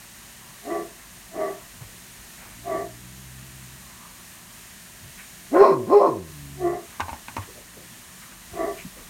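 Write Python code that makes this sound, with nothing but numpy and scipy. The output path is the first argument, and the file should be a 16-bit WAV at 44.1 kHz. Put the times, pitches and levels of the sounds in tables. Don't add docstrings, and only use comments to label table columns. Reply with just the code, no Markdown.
import sys
import numpy as np
from scipy import signal
from scipy.fft import rfft, irfft, next_fast_len
from scipy.io import wavfile
from scipy.ndimage import uniform_filter1d, map_coordinates

SR = 44100
rng = np.random.default_rng(int(sys.argv[2]) if len(sys.argv) > 2 else 0)


def to_wav(s):
    ch = np.atleast_2d(s).T
    pcm = np.round(np.clip(ch, -1, 1) * 32767)
    wavfile.write(sys.argv[1], SR, pcm.astype(np.int16))


def decibels_to_gain(level_db):
    exponent = np.asarray(level_db, float) / 20
    return 10 ** exponent


N = 400869


def unit(x):
    return x / np.sqrt(np.mean(x ** 2) + 1e-20)


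def steady(x):
    return x / np.sqrt(np.abs(uniform_filter1d(x ** 2, size=900)) + 1e-12)


def along(points, hz):
    f, v = np.transpose(points)
    return np.interp(np.log(hz + 1), np.log(f + 1), v)


def curves(rows):
    s, *cols = np.transpose(rows)
    return [np.interp(np.arange(N) / SR, s, c) for c in cols]


def wobble(rate):
    knots = rng.standard_normal(int(N * rate / SR) + 4)
    return map_coordinates(knots, [np.arange(N) * rate / SR])


def filtered(x, response):
    m = next_fast_len(N + SR // 2)
    return irfft(rfft(x, m) * response(np.fft.rfftfreq(m, 1 / SR)), m)[:N]


def noise(spectrum):
    return unit(filtered(rng.standard_normal(N), lambda hz: decibels_to_gain(along(spectrum, hz))))


def resonances(modes, f, order=2):
    return sum(decibels_to_gain(db) * (1j * f * w / (c * c - f * f + 1j * f * w)) ** order for c, w, db in modes)


# frequency in Hz, time to fall by 60 dB in seconds.
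REVERB_TIME = [(100, 0.38), (400, 0.36), (1200, 0.26), (4000, 0.037), (12000, 0.092)]


def room(x, longer):
    hz, t, z = signal.stft(rng.standard_normal(SR // 2), SR, nperseg=256)
    t60 = longer * along(REVERB_TIME, hz)[:, None]
    tail = signal.istft(z * decibels_to_gain(-60 * t / t60), SR, nperseg=256)[1]
    return signal.fftconvolve(x, tail / np.linalg.norm(tail[:SR // 8]))[:N]


# start in seconds, length in seconds, level in dB.
RUMBLE_SWELLS = [(0, .1, -59), (.45, .5, -66), (1.29, .68, -54.5), (2.202, .35, -54), (5.14, .15, -57.5),
                 (5.62, .3, -60), (6.358, .1, -53), (7.007, .65, -58), (8.548, .6, -51)]
# frequency in Hz, density in dB per Hz.
RUMBLE_COLOUR = [(15, -30), (28, -13), (42, -3.5), (55, -6), (80, -33)]
SWELL_EDGE_DB_PER_S, STILL_DB = 116, -67.5


def rumble():
    t = np.arange(N) / SR
    swells = []
    for s, length, db in RUMBLE_SWELLS:
        outside = np.maximum(np.maximum(s - t, t - s - length), 0)
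        swells.append(db - SWELL_EDGE_DB_PER_S * outside)
    level_db = np.max(swells, axis=0).clip(STILL_DB)
    return decibels_to_gain(level_db + 1.0) * noise(RUMBLE_COLOUR)


# frequency in Hz, density in dB per Hz.
HISS_COLOUR = [(760, -33), (1300, -10.5), (1800, -0.5), (2020, -3), (2970, -3.5), (3470, -6), (4060, -4.5),
               (4910, -7.5), (6860, -2.5), (7690, -6), (8810, -2), (10400, -8.5), (11400, -6), (14700, -10),
               (15800, -13)]


def hiss():
    return decibels_to_gain(5.0 + 0.59 * wobble(9)) * noise(HISS_COLOUR)


# frequency in Hz, density in dB per Hz.
FAN_AIR = [(26, -42), (45, 1.5), (64, -4.5), (150, -6), (176, -1.5), (236, -7.5), (270, -12), (367, -10.5),
           (478, -19), (641, -12), (846, -15), (980, -12), (1500, -16.5), (1950, -13), (3300, -120)]
# frequency in Hz, level in dB.
FAN_HUM = [(120, -62), (182, -61.5), (238, -61)]


def fan():
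    t = np.arange(N) / SR
    out = decibels_to_gain(-0.5 + 0.2 * wobble(0.97)) * noise(FAN_AIR)
    for hz, db in FAN_HUM:
        level = decibels_to_gain(db + 51 + 2.4 * wobble(8.0))
        out = out + level * np.sin(2 * np.pi * hz * t + 2.3 * wobble(7.3))
    return out


# frequency in Hz, density in dB per Hz.
BEDDING_COLOUR = [(500, -42), (900, 5), (1150, 10), (1800, -12), (2500, -3), (3500, -35), (6000, -89)]


def bedding():
    return decibels_to_gain(-14 + 4.5 * wobble(4) + 2.5 * wobble(21)) * noise(BEDDING_COLOUR)


# start in seconds, sink, hold and recovery times in seconds, depth in dB.
GAIN_DUCKS = [
    (5.617, 0.097, 0.53, 0.066, -3),
    (6.62, 0.088, 0.022, 0.199, -1.5),
]
HISS_DB = -51.5


def background():
    t = np.arange(N) / SR
    level_db = HISS_DB
    for s, sink, hold, back, db in GAIN_DUCKS:
        level_db = level_db + np.interp(t, s + np.cumsum([0, sink, hold, back]), [0, db, db, 0])
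    return decibels_to_gain(level_db) * (hiss() + fan() + bedding()) + rumble()


# time in seconds, length in seconds, centre in Hz,
# width in Hz, level in dB.
SOFT_MOVES = [(0.446, 0.2, 1130, 400, -56), (1.9, 0.11, 350, 300, -59), (7.424, 0.035, 2000, 1800, -45),
              (8.98, 0.09, 420, 300, -50.5), (1, 0.074, 1500, 1396, -53.5), (1.81, 0.08, 126, 50, -41.5),
              (1.814, 0.047, 790, 700, -51), (2.42, 0.17, 1500, 1580, -49.5), (5.045, 0.12, 119.2, 60, -48),
              (5.195, 0.058, 2100, 1000, -44), (6.916, 0.12, 1500, 1411, -51),
              (7.303, 0.0793, 197.2, 150.4, -53), (7.492, 0.058, 410, 150, -50.5),
              (7.57, 0.067, 490, 250, -47.5), (7.776, 0.1, 433, 244, -50), (8.23, .05, 1770, 700, -48),
              (8.32, .03, 2000, 1200, -48), (8.524, 0.039, 130.1, 149.7, -43),
              (8.788, 0.057, 2440, 802, -44), (8.857, 0.027, 201, 80, -36.5)]


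def stirs():
    out, t = np.zeros(N), np.arange(N) / SR
    for s, length, hz, width, db in SOFT_MOVES:
        side = length * np.where(t < s, .5, 1.5)
        swell = np.exp(-(2 * (t - s) / side) ** 2) * decibels_to_gain(db)
        low = [(max(hz - 2 * width, 9), -40), (max(hz - width / 2, 30), 0)]
        high = [(hz + width / 2, 0), (hz + 2 * width, -30), (hz + 5 * width, -90)]
        out += swell * noise(low + high)
    return out


# time in seconds, peak in dB, crack over the peak in dB.
BLOWS = [(6.998, -17.5, -36), (7.003, -21.5, 1.5), (7.082, -25.5, -13), (7.092, -29, -6), (7.13, -28.5, -8),
         (7.161, -47, -8), (7.282, -34.5, 3.5), (7.366, -24.5, -1.5), (7.371, -28.5, -14), (7.38, -27, -25)]
# frequency in Hz, width in Hz, level in dB.
WOOD_RING = [(300, 170, -5), (570, 27, -10), (775, 130, -13), (874, 160, 5.5), (1040, 41, 6),
             (1070, 50, -12), (1500, 580, -25)]
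# frequency in Hz, width in Hz, level in dB.
CRACK_RING = [(1500, 410, 11.5), (2520, 1050, 10), (3430, 2400, -2), (5200, 1800, -7), (7240, 2300, -22)]
# time in seconds, frequency in Hz, level in dB, time to fall by 60 dB in seconds.
BOARD_THUDS = [
    (7.013, 87, -26.5, 0.23),
    (7.115, 72.4, -27.5, 0.15),
    (7.381, 97.7, -20, 0.15),
]


def knocks():
    blows, cracks, boards = np.zeros(N + SR), np.zeros(N + SR), np.zeros(N + SR)
    t = np.arange(SR // 3) / SR
    for s, db, crack_db in BLOWS:
        here = slice(round(s * SR), round(s * SR) + len(t))
        blows[here] += rng.standard_normal(len(t)) * decibels_to_gain(db + 18.5 - 60 * t / 0.016)
        cracks[here] += rng.standard_normal(len(t)) * decibels_to_gain(db + crack_db - 2.5 - 60 * t / 0.056)
    for s, hz, db, t60 in BOARD_THUDS:
        late_start = 1 - np.exp(-t / 0.011)
        boards[round(s * SR):][:len(t)] += decibels_to_gain(db - 60 * t / t60) * np.sin(2 * np.pi * hz * t) * late_start
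    wood = filtered(blows[:N], lambda f: resonances(WOOD_RING, f, order=1) / (1 + 1j * f / 1500) ** 3)
    hits = wood + filtered(cracks[:N], lambda f: resonances(CRACK_RING, f))
    return hits + boards[:N] + decibels_to_gain(-7.0) * room(hits, longer=0.72)


def sounding(calls):
    t = np.arange(N) / SR
    gates = [np.clip(np.minimum(t - c[0][0], c[-1][0] - t) / .012 + 1, 0, 1) for c in calls]
    return np.clip(sum(gates), 0, 1)


def breath(modes):
    air = rng.standard_normal(N)
    return steady(filtered(air, lambda f: resonances(modes, f) / (1 + 1j * f / 7000) ** 2))


def voice(calls, throat, jitter, scatter, airy, roll_db, hoarse_db, front_db):
    pitch, *levels = curves(np.vstack(calls))
    levels = uniform_filter1d(levels, size=800, axis=1)
    first_db, second_db, rough_db, boom_db, bright_db = levels
    turns = np.cumsum(pitch * (1 + jitter * wobble(60))) / SR
    clean = decibels_to_gain(first_db) * np.sin(2 * np.pi * turns)
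    all_modes = sum(throat, [])
    for k in range(2, 8):
        lift = 1
        if k > 2:
            lift = np.repeat(np.abs(resonances(all_modes, k * pitch[::64])) + 0.11, 64)[:N]
        level = decibels_to_gain(second_db + roll_db * (k - 2.5) + 0.29 * wobble(40))
        clean = clean + lift * level * np.sin(2 * np.pi * k * turns + k)
    loose = turns / 2 + scatter * wobble(150)
    pulses = np.diff(np.floor(loose), prepend=0) * decibels_to_gain(5.8 * wobble(200))
    air = rng.standard_normal(N) * (4.2 + np.cos(2 * np.pi * loose))
    drive = unit(pulses / np.sqrt(pitch)) + airy * unit(air)

    def through(modes):
        return steady(filtered(drive, lambda f: resonances(modes, f) / (1 + 1j * f / 1700) ** 4))

    boom, mid, high = [through(modes) for modes in throat]
    hoarse = decibels_to_gain(rough_db + hoarse_db) * (decibels_to_gain(boom_db) * boom + mid) + decibels_to_gain(bright_db + front_db) * high
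    return sounding(calls) * np.sqrt(2) * clean, sounding(calls) * hoarse


# start of full voice in seconds, time to the peak in seconds, pitch in Hz,
# level in dB, fundamental over it in dB.
FAR_BARKS = [
    (.666, 0.043, 343.7, -30, 0.5),
    (1.354, 0.065, 318.5, -28.5, -7),
    (2.671, 0.06, 330.3, -28.5, -9),
    (6.615, 0.0442, 354, -29, 11),
    (8.557, 0.051, 336.1, -28.5, -1),
]
COLD_START = (.45, .75)
COLD_DB = 72
SWELL_S, BODY_S, DIE_S = .05, 0.137, 0.1285
QUIET_DB, LEAD_DB, HOLD_DB = -34, -12, -9.5
SCOOP, SAG = 1.03, .05
THIN_DB_PER_S = 81
HUSK_DB, HUSK_LEAD_DB, FAR_BOOM_DB, FAR_FRONT_DB, FAR_JAWS_DB = -2.5, 7.5, 0.5, -7.5, -14
HUSK_SLOPE, OPEN_DB = 0.18, 3


def answers():
    shape = np.array([QUIET_DB, LEAD_DB, 0, HOLD_DB, QUIET_DB])
    opening = OPEN_DB * np.array([-1, -1, 1, 0, -1])
    calls = []
    for s, peak, hz, db, first_db in FAR_BARKS:
        t = np.array([-SWELL_S, 0, peak, BODY_S, BODY_S + DIE_S])
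        husk = db + shape + HUSK_DB - HUSK_SLOPE * max(first_db, 0)
        husk = husk + HUSK_LEAD_DB * np.array([0, 1, 0, 1, 0])
        first = db + first_db + shape - THIN_DB_PER_S * np.clip(t - peak, 0, BODY_S)
        onset = (SCOOP, 1 + SAG) if calls else COLD_START
        bend = np.array([*onset, 1 - SAG / 2, 1, 1 - SAG])
        second = db + shape - COLD_DB * np.maximum(1 - SAG - bend, 0)
        front = husk + FAR_FRONT_DB + opening
        jaw = husk + FAR_JAWS_DB + 0.9 * opening
        calls.append(np.transpose([s + t, hz * bend, first, second, husk, FAR_BOOM_DB + 0 * t, front, jaw]))
    return calls


# frequency in Hz, width in Hz, level in dB.
FAR_THROAT = [
    [(341, 194, -8.5), (389, 40, -0.5)],
    [(520, 88, -17), (634, 32, -10), (671.7, 60, 4.5)],
    [(1037, 87, -8.5), (1152, 36, 1.5), (1194, 49, -6), (1410, 200, -15)],
]
# frequency in Hz, width in Hz, level in dB.
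FAR_JAWS = [(1830, 150, -1), (1960, 170, 0)]


def far_dog():
    calls = answers()
    clean, hoarse = voice([c[:, :-1] for c in calls], FAR_THROAT, jitter=.008, scatter=.1, airy=.4,
                          roll_db=-5.5, hoarse_db=0, front_db=0)
    jaws_db = curves(np.vstack(calls))[-1]
    hoarse = hoarse + sounding(calls) * decibels_to_gain(jaws_db + 3.0) * breath(FAR_JAWS)
    echo = room(decibels_to_gain(-29) * clean + decibels_to_gain(-7.5) * hoarse, longer=0.74)
    return decibels_to_gain(-1.5) * clean + decibels_to_gain(-6.5) * hoarse + echo


# time in seconds, pitch in Hz, level in dB.
GROWLS = [
    [(2.45, 50.7, -56), (2.54, 54.5, -54), (2.646, 61.0, -48), (2.95, 59.1, -50), (3.118, 63.8, -47.5),
     (3.38, 64.9, -47.5), (3.644, 64.6, -49), (3.852, 67.2, -54.5), (3.95, 65.6, -63)],
    [(6.3, 78.67, -48), (6.394, 71.2, -46), (6.654, 68.8, -41), (6.718, 71.1, -44), (6.78, 61.3, -53)],
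]
# frequency in Hz, level in dB.
CHEST = [(150, -9), (188, -6), (215, -18), (255, -23), (290, -5.5), (340, -22.5), (420, -27), (600, -48)]
GROWL_FIRST_DB, GROWL_STEADY, GROWL_MID_DB = -4.5, 0.18, -50


def growl():
    pitch, second_db = curves(np.vstack(GROWLS))
    first_db = second_db + GROWL_FIRST_DB - GROWL_STEADY * (second_db - GROWL_MID_DB)
    turns = np.cumsum(pitch * (1 + 0.01 * wobble(30))) / SR
    upper = 0
    for k in range(2, 8):
        level_db = along(CHEST, k * pitch) * (k > 2) + 1.9 * wobble(7.7)
        upper = upper + decibels_to_gain(level_db) * np.sin(2 * np.pi * k * turns + k)
    tone = decibels_to_gain(first_db) * np.sin(2 * np.pi * turns) + decibels_to_gain(second_db) * upper
    return sounding(GROWLS) * np.sqrt(2) * tone


# time in seconds, pitch in Hz, voiced level in dB,
# hoarse level in dB, mouth opening in dB.
BARK_TOPS = [
    [(5.495, 134.4, -65, -76, 0), (5.534, 288.2, -20.5, -19, -21), (5.565, 343.5, -15.5, -7.5, -10),
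     (5.59, 378.6, -16.5, -19.5, -8), (5.62, 410.5, -5, -10, -0.5), (5.652, 416.9, -26.5, -9.5, -4),
     (5.678, 415.7, -20, -15.5, -2)],
    [(5.866, 134, -45, -43, 5), (5.9, 267.1, -24.5, -24, -5), (5.936, 410, -14.5, -9, -3.5),
     (5.972, 411, -6.5, -49, -9), (6.002, 411.7, -18.5, -7.5, -5.5), (6.055, 394.4, -22, -13, -2.5)],
]
# start in seconds, length in seconds,
# rest pitch in Hz, slide time in seconds, level in dB.
BARK_SLIDES = [
    (5.691, .168, 97.5, .066, -33.5),
    (6.064, .235, 74.2, .062, -38),
]
TOP_HZ, SECOND_DB, BOOM_DB, BOOM_DB_PER_OCTAVE = 410, -17, -9, -18.5
BREAK_HZ, SLIDE_SECOND_DB = 217, -3.5
CATCH_S, CATCH_DB, FADE_DB_PER_S = 0.023, -18, 40
RASP_DB, RASP_DB_PER_S, RASP_FLOOR_DB = 10, 193, -18
RASP_BOOM_DB, RASP_FRONT_DB, RASP_COLOUR_S = 17, 7.5, 0.087


def barks():
    calls = []
    for top, (start, length, rest_hz, slide, db) in zip(BARK_TOPS, BARK_SLIDES):
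        s, hz, voiced, rough, mouth = np.transpose(top)
        boom = BOOM_DB + BOOM_DB_PER_OCTAVE * np.log2(hz / TOP_HZ)
        calls.append(np.transpose([s, hz, voiced, voiced + SECOND_DB, rough, boom, rough + mouth]))
        t = np.linspace(0, length, num=24)
        pitch = rest_hz + (BREAK_HZ - rest_hz) * np.exp(-t / slide)
        tone = db - FADE_DB_PER_S * t
        first = tone + CATCH_DB * np.clip(1 - t / CATCH_S, 0, 1)
        rasp = np.clip(1 - (t / RASP_COLOUR_S) ** 2, 0, 1)
        rough = db + np.maximum(RASP_DB - RASP_DB_PER_S * t, RASP_FLOOR_DB)
        calls.append(np.transpose([start + t, pitch, first, tone + SLIDE_SECOND_DB,
                                   rough, RASP_BOOM_DB * rasp, rough + RASP_FRONT_DB * rasp]))
    return calls


# start in seconds, length in seconds, wide mouth in dB, teeth in dB.
JAW_OPENINGS = [
    (5.496, 0.29, -31.5, -41),
    (5.829, 0.304, -52, -44.5),
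]
GAPE_S, TEETH_S, CLOSE_S = .055, .11, 0.052
SHUT_DB, WIDE_DB_PER_S, TEETH_DB_PER_S = -81, 147, 50


def gapes():
    calls = []
    for s, length, wide, teeth in JAW_OPENINGS:
        waning = length - CLOSE_S - TEETH_S
        calls.append([
            (s, SHUT_DB, SHUT_DB),
            (s + GAPE_S, wide, (teeth + SHUT_DB) / 2),
            (s + TEETH_S, wide - 3, teeth),
            (s + length - CLOSE_S, wide - WIDE_DB_PER_S * waning, teeth - TEETH_DB_PER_S * waning),
            (s + length, SHUT_DB, SHUT_DB)])
    return calls


# frequency in Hz, width in Hz, level in dB.
WIDE_MOUTH = [(1480, 350, 0), (1850, 500, -12)]
# frequency in Hz, width in Hz, level in dB.
TEETH = [(2020, 300, 0), (2350, 450, 1), (4180, 380, 5), (4620, 330, 1), (5380, 400, 4.5)]


def jaws():
    calls = gapes()
    wide_db, teeth_db = curves(np.vstack(calls))
    wide = decibels_to_gain(wide_db + 5.0) * breath(WIDE_MOUTH)
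    teeth = decibels_to_gain(teeth_db + 4.5 + 2.5 * wobble(20)) * breath(TEETH)
    return sounding(calls) * (wide + teeth)


# frequency in Hz, width in Hz, level in dB.
NEAR_THROAT = [
    [(371, 93, 8.5)],
    [(548, 120, 9.5), (623, 127, 11), (690, 230, -16)],
    [(981, 75, -2), (1058, 120, 3.5), (1200, 270, -18)],
]


def near_dog():
    clean, hoarse = voice(barks(), NEAR_THROAT, jitter=.006, scatter=.11, airy=.4,
                          roll_db=-5, hoarse_db=-2.5, front_db=-2)
    hoarse = hoarse + decibels_to_gain(3.0) * jaws()
    echo = room(decibels_to_gain(-13.5) * clean + decibels_to_gain(-9.0) * hoarse, longer=0.85)
    return growl() + clean + decibels_to_gain(-10.0) * hoarse + echo


def scene():
    return (background() + stirs() + knocks() + far_dog() + near_dog())[None]


def low_pass(x):
    return signal.sosfilt(signal.butter(12, 15980, fs=SR, output="sos"), x)


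def record(dry):
    rounded = dry / (1 + np.abs(dry / 0.92) ** 4) ** (1 / 4)
    return low_pass(rounded)


dry = scene()
out = record(dry)
to_wav(out)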